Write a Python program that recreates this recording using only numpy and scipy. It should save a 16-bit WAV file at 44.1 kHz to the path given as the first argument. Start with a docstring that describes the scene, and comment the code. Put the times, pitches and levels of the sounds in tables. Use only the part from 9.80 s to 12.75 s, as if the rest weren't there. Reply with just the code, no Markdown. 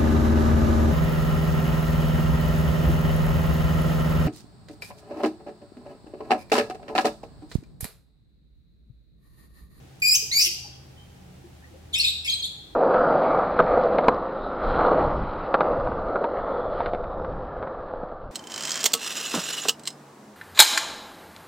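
"""A small parrot-like bird calls nearby in a hard-walled yard: two squawks that start as clear
harmonic tones and break into a rasp, then two quick runs of chatter and whistles. Its voice is a
vibrating membrane coloured by throat and beak; roughness shakes the tone and lets air through.
The walls ring after each call. Behind it are a tiny tick, a far bird and soft knocks,
over a low distant rumble, wandering drones and a faint hiss."""
import sys
import numpy as np
from scipy import signal
from scipy.fft import rfft, irfft
from scipy.io import wavfile

SR = 44100
rng = np.random.default_rng(int(sys.argv[2]) if len(sys.argv) > 2 else 0)


def store_pcm(level_fs):
    """Save levels as 16-bit WAV."""
    pcm = np.round(np.clip(level_fs, -1, 1) * 32767).astype(np.int16)
    wavfile.write(sys.argv[1], SR, np.atleast_2d(pcm).T)


N = 130095
T = np.arange(N) / SR
TOP_HZ = 15900  # ceiling for the harmonics and the phone's treble

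# Two squawks, one table each. Each row: time in seconds, pitch in Hz, level in dB,
# roughness from 0 (clear) to 1 (full rasp), lift of the fundamental in dB.
SQUAWK_GESTURES = [
    [(.219, 2400, -28, 0.54, 6), (.2215, 2411, -19, 0.21, 10.5), (.25, 2415, -20, 0.07, 3),
     (.268, 2461, -17.5, 0.14, -2.5), (.305, 2442, -21.5, 0.31, -5.5), (.325, 2492, -15.5, 0.16, -11),
     (.346, 2680, -21.5, 0.53, -6), (.356, 3080, -10, 0.53, -16.5), (.365, 3110, -23, 0.2, -41),
     (.372, 2930, -51, 1, -3)],
    [(.511, 2036, -57, 0, -6), (.515, 1966, -25.5, 0.13, 11), (.526, 2158, -21.5, 0.48, 9.5),
     (.55, 2307, -21.5, 0.26, -8), (.573, 2324, -15, 0.06, -6.5), (.589, 2470, -19, 0.31, -14),
     (.599, 2554, -19, 0.6, 0), (.614, 2644, -21.5, 0.88, -17), (.636, 2740, -25, 1.08, -15),
     (.665, 2988, -22, 1.14, -1), (.688, 2780, -51, 1, -17)],
]
# Beak and throat colour of a squawk. Each row: frequency in Hz, relative gain in dB.
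SQUAWK_COLOUR = [(1400, -48.5), (1950, -4), (2450, -3.5), (3100, -2.5), (3800, 11), (4200, 10.5),
                 (5000, -6), (6200, -2), (7300, -7.5), (9500, -23), (11800, -11.5), (15000, -21.5)]


def squawks():
    """Two rising calls in which the membrane goes from a clear tone to a rasp."""
    return undb(-2) * sing(SQUAWK_GESTURES, SQUAWK_COLOUR, rasp=0.0936, air_db=-14.5)


# Chatter, one table a note. Each row: time in seconds, pitch in Hz, level in dB, roughness 0 to 1.
CHATTER_NOTES = [
    [(2.127, 4260, -53.5, 0.88), (2.135, 3626, -28, 0.16), (2.141, 3102, -21.5, 0.42),
     (2.150, 3730, -20.5, 0.31), (2.158, 3720, -40, 0.2)],
    [(2.151, 2410, -31.5, 0.5), (2.158, 2580, -28, 0.06), (2.175, 2559, -33.5, 0.5),
     (2.187, 2830, -25.5, 0.28), (2.208, 2629, -32, 0.2), (2.228, 2535, -40.5, 1.03), (2.243, 2481, -23, 0),
     (2.258, 2810, -47, 0.4)],
    [(2.196, 4440, -33, 0.1), (2.2, 4140, -16, 0.04), (2.211, 4560, -29.5, 0.54), (2.22, 4410, -23, .5)],
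    [(2.241, 3450, -53, 0.04), (2.247, 3816, -23, 0.42), (2.262, 3950, -24.5, 0.33),
     (2.273, 3528, -24.5, 0.39), (2.286, 4006, -26.5, 0.4), (2.298, 3890, -29, 0.33),
     (2.307, 4100, -35, .5)],
    [(2.446, 2633, -34.5, 0.4), (2.457, 2639, -36.5, 0.47), (2.465, 2150, -33, 0.23),
     (2.478, 2432, -35, 0.56), (2.503, 2340, -49, 0), (2.525, 2413, -34, 0.46)],
    [(2.491, 3293, -57, .4), (2.497, 3775, -23, 0.42), (2.504, 4097, -30, 0.88), (2.513, 3900, -47, 0.8)],
    [(2.522, 4326, -36, 0.1), (2.527, 4256, -28.5, 0), (2.538, 3967, -23, 0.1), (2.543, 4120, -28, 0.4)],
    [(2.624, 4507, -33.5, 0.42), (2.633, 3953, -29, 0.25), (2.636, 3667, -37.5, 0),
     (2.647, 3383, -25.5, 0.31), (2.662, 4184, -37.5, 0.12), (2.676, 4260, -39, 0.2)],
]
# Beak and throat colour of chatter and whistles. Each row: frequency in Hz, relative gain in dB.
CHATTER_COLOUR = [(1750, -46), (2200, 0.5), (2750, -2.5), (3300, 8), (4200, 2), (5300, -7), (6500, -7),
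                  (7800, -8), (9700, -29.5), (11200, -8), (12500, -24.5), (15000, -29.5)]
CHATTER_RASP = 0.099


def chatter():
    """Two runs of short, breathy, overlapping notes with darting pitch."""
    return undb(0.5) * sing(CHATTER_NOTES, CHATTER_COLOUR, CHATTER_RASP, air_db=0)


# Two thin whistles, one table each. Each row: time in seconds, pitch in Hz, level in dB.
WHISTLE_LINES = [
    [(2.474, 3500, -48), (2.48, 3290, -22), (2.51, 3262, -25.5), (2.545, 3234, -69), (2.6, 3252, -33),
     (2.625, 3310, -50), (2.633, 3340, -51)],
    [(2.69, 3405, -52), (2.74, 3500, -48.5), (2.79, 3560, -55.5), (2.832, 3580, -60), (2.845, 3660, -79)],
]


def whistles(roughness=0.07):
    """Nearly pure tones from a membrane that swings almost evenly."""
    notes = [[(*row, roughness) for row in line] for line in WHISTLE_LINES]
    return undb(-1.5) * sing(notes, CHATTER_COLOUR, CHATTER_RASP, air_db=0)


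def bird(beak_cut_hz=1760):
    """The whole voice leaves through a small beak, which radiates almost no lows."""
    beak = signal.butter(8, beak_cut_hz, "high", fs=SR, output="sos")
    return signal.sosfilt(beak, squawks() + chatter() + whistles())


def sing(notes, throat, rasp, air_db):
    """Glide the syrinx through each note's pitch, level, roughness and, if given, fundamental lift."""
    out = np.zeros(N)
    for note in notes:
        times, *columns = np.array(note).T
        on = (T >= times[0]) & (T <= times[-1])
        hz, db, rough, *lift = [np.interp(T[on], times, column) for column in columns]
        lift_db = lift[0] if lift else 0
        out[on] += undb(db) * syrinx(hz, np.clip(rough, 0, 1), lift_db, throat, rasp, air_db)
    return out


RASP_HZ = 880  # how fast the pitch shakes
FLUTTER_DB, FLUTTER_HZ = 7.5, 500  # largest level swing at full roughness, and its speed
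SHIMMER_DB, SHIMMER_HZ = 4, 70  # each harmonic trembles on its own


def syrinx(hz, rough, lift_db, throat, rasp, air_db):
    """A membrane's harmonics, shaped by the throat; roughness shakes pitch and level and leaks air."""
    n = len(hz)
    shaken_hz = hz * (1 + rasp * rough * walk(RASP_HZ, n))  # rasp: scatter as a fraction of the pitch
    phase = 2 * np.pi * np.cumsum(shaken_hz) / SR
    orders = np.arange(1, 8)[:, None]
    gains = undb(at_hz(orders * hz, throat) + lift_db * (orders == 1)) * (orders * hz < TOP_HZ)
    shimmer = undb(SHIMMER_DB * np.tanh(walk(SHIMMER_HZ, gains.size)).reshape(gains.shape))
    tone = np.sum(gains * shimmer * np.sin(orders * phase), axis=0)
    tone /= np.sqrt(np.sum(gains ** 2, axis=0) / 2)
    puffs = rng.standard_normal(N)[:n] * (1 + np.cos(phase))  # one puff of air per cycle
    air = unit(shape(puffs, lambda f: undb(at_hz(f, throat))))
    flutter = undb(FLUTTER_DB * rough * np.tanh(walk(FLUTTER_HZ, n)))  # the membrane's swing is bounded
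    return tone * flutter + undb(air_db) * rough ** 1.5 * air


def tick(start_s=0.2005, decay_s=0.001009, low_cut_hz=5500):
    """A tiny burst of bright noise just before the first squawk."""
    burst = rng.standard_normal(N) * (T >= start_s) * np.exp(-np.abs(T - start_s) / decay_s)
    low_cut = signal.butter(4, low_cut_hz, "high", fs=SR, output="sos")
    return undb(-36.5) * signal.sosfilt(low_cut, burst)


# Far chirps, one table each. Each row: time in seconds, pitch in Hz, level in dB, roughness 0 to 1.
FAR_NOTES = [
    [(.93, 3280, -57, 0.08), (.955, 3260, -60.5, 0.25), (.985, 3180, -96.5, 0)],
    [(1.165, 3050, -64, .3), (1.2, 3116, -57.5, 0.05), (1.245, 3150, -75.5, 0.15)],
    [(1.825, 1756, -60, 0.26), (1.845, 1912, -55.5, 0.3), (1.865, 1960, -81, .2)],
]
# Their muffled colour. Each row: frequency in Hz, relative gain in dB.
DISTANCE_COLOUR = [(1800, 12.5), (3300, -15.5), (6000, -42.5)]


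def far_bird():
    """Three faint chirps from another bird, dulled by distance."""
    return sing(FAR_NOTES, DISTANCE_COLOUR, CHATTER_RASP, air_db=-38.5)


# Faint, soft knocks. Each row: start in seconds, pitch in Hz, level in dB.
KNOCK_HITS = [(0.423, 420, -47), (0.666, 358, -45.5), (.843, 778, -50.5), (1.639, 338, -47),
              (1.91, 323, -50), (1.938, 545, -49.5), (2.75, 794, -60), (2.924, 329, -51)]


def knocks(attack_s=0.0024, decay_s=0.017):
    """Dull little bumps, each a short burst in one low resonance."""
    out = np.zeros(N)
    for start, hz, db in KNOCK_HITS:
        age = np.maximum(T - start, 0)
        envelope = 2 * (1 - np.exp(-age / attack_s)) * np.exp(-age / decay_s)
        out += undb(db) * envelope * wavering_sine(hz, spread=0.071, rate_hz=206)
    return out


# The ring of the walls. Each row: band centre in Hz, seconds to fade by 60 dB.
WALL_DECAY = [(2000, 0.44), (3300, 0.72), (5500, 0.64), (8000, .51), (14000, 0.41)]
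EARLY_DB, EARLY_T60_S, FIRST_ECHO_S = -2.5, 0.0833, 0.0049
TAIL_DB, TAIL_BUILD_S = -4.5, 0.0053
LEFT_LAG_S, PAN_DB = 0.000187, 0.74  # the left microphone hears it later and slightly louder


def yard(x):
    """Direct sound, quick reflections from near surfaces, and a tail that rings longest near 3 kHz."""
    t = T[:SR]
    fade = lambda t60: np.exp(-np.log(1000) * t / t60)
    unit_energy = lambda h: h / np.sqrt(np.sum(h ** 2, axis=1, keepdims=True))
    early = unit_energy(rng.standard_normal((2, SR)) * fade(EARLY_T60_S) * (t > FIRST_ECHO_S))
    noise = rng.standard_normal((2, SR))
    tail = np.zeros((2, SR))
    for centre, t60 in WALL_DECAY:
        band = [(hz, hz == centre) for hz, _ in WALL_DECAY]  # 1 at this centre, 0 at the others
        tail += shape(noise, lambda f: at_hz(f, band)) * fade(t60)
    tail = unit_energy(tail * (1 - np.exp(-t / TAIL_BUILD_S)))
    walls = undb(EARLY_DB) * early + undb(TAIL_DB) * tail
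    reverb = signal.fftconvolve(x[None], walls, axes=1)[:, :N]
    left = shape(x, lambda f: np.exp(-2j * np.pi * f * LEFT_LAG_S))
    pan = undb(np.array([[PAN_DB], [-PAN_DB]]) / 2)
    return (np.array([left, x]) + reverb) * pan


# Colour of the background bed. Each row: frequency in Hz, relative level in dB.
BED_COLOUR = [(20, -80), (40, 0), (65, -2), (130, 2), (190, -6), (260, -7.5), (335, -8), (450, -13.5),
              (650, -16.5), (800, -15.5), (1000, -21.5), (3000, -24), (7700, -30.5), (12000, -35.5),
              (16000, -37.5)]
# Its stereo image. Each row: frequency in Hz, left-right correlation from 0 (wide) to 1 (mono).
BED_CORRELATION = [(50, 1), (130, 0.81), (260, 0.56), (500, 0), (2000, 0.13), (15000, 0.19)]
MURK_HZ, MURK_DB = 420, 1.05  # centre and depth of the waver in the low mids


def rumble_and_hiss():
    """A noise bed: distant rumble in the centre, wide hiss, and slowly wavering low mids."""
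    mid, side = (shape(rng.standard_normal(N), lambda f: undb(at_hz(f, BED_COLOUR))) for _ in range(2))
    likeness = lambda f: np.minimum(at_hz(f, BED_CORRELATION), 0.99)
    side = shape(unit(side), lambda f: np.sqrt((1 - likeness(f)) / (1 + likeness(f))))
    bed = undb(-52) * (unit(mid) + side * np.array([[1], [-1]]))
    murk = shape(bed, lambda f: np.exp(-np.log((f + 1) / MURK_HZ) ** 2))
    return bed + murk * (undb(MURK_DB * walk(rate_hz=2.33)) - 1)


# Distant drones. Each row: pitch in Hz, then a fader curve of (time in seconds, level in dB) points.
DRONE_SWELLS = [(78, [(0, -58), (1.8, -54), (2.05, -49.5), (2.42, -49), (2.7, -58), (2.95, -58)]),
                (130, [(0, -52), (.65, -60), (.98, -49.5), (1.3, -58), (1.65, -55), (2.1, -69),
                (2.95, -65.5)]), (185, [(0, -65.5), (1.2, -64), (1.5, -53.5), (1.7, -63.5), (2.95, -70.5)]),
                (795, [(0, -73), (.8, -70), (1.05, -69.5), (1.4, -69.5), (1.6, -72), (2.95, -72)])]


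def drones():
    """Faint tones that swell and wander like far traffic."""
    out = np.zeros(N)
    for hz, curve in DRONE_SWELLS:
        tone = unit(wavering_sine(hz, spread=0.0298, rate_hz=14.4))
        level_db = np.interp(T, *np.array(curve).T) + 1.33 * walk(rate_hz=24)
        out += tone * undb(level_db)
    return out


def undb(db):
    """Decibels to gain."""
    return 10 ** (np.asarray(db) / 20)


def unit(x):
    """Scale to rms 1."""
    return x / np.sqrt(np.mean(x ** 2) + 1e-20)


def at_hz(hz, points):
    """Read a table on a log-frequency axis."""
    freqs, values = np.array(points, float).T
    return np.interp(np.log(np.maximum(hz, 1)), np.log(freqs), values)


def shape(x, gain):
    """Filter by a gain that is a function of frequency."""
    n = x.shape[-1]
    return irfft(rfft(x) * gain(np.arange(n // 2 + 1) * SR / n), n)


def walk(rate_hz, size=N):
    """Smooth random modulation with spread 1, moving at up to about the given rate."""
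    return unit(shape(rng.standard_normal(N), lambda f: 1 / (1 + (f / rate_hz) ** 4)))[:size]


def wavering_sine(hz, spread, rate_hz):
    """A sine that drifts at random; spread is a fraction of its pitch."""
    return np.sin(2 * np.pi * np.cumsum(hz * (1 + spread * walk(rate_hz))) / SR)


def scene():
    """The birds and small noises ring in the yard, over the background."""
    return yard(bird() + far_bird() + knocks() + tick()) + rumble_and_hiss() + drones()


def record(dry):
    """The phone cuts the top of the treble."""
    return signal.sosfilt(signal.ellip(8, .2, 80, TOP_HZ, fs=SR, output="sos"), dry)


dry = scene()
out = record(dry)
store_pcm(out)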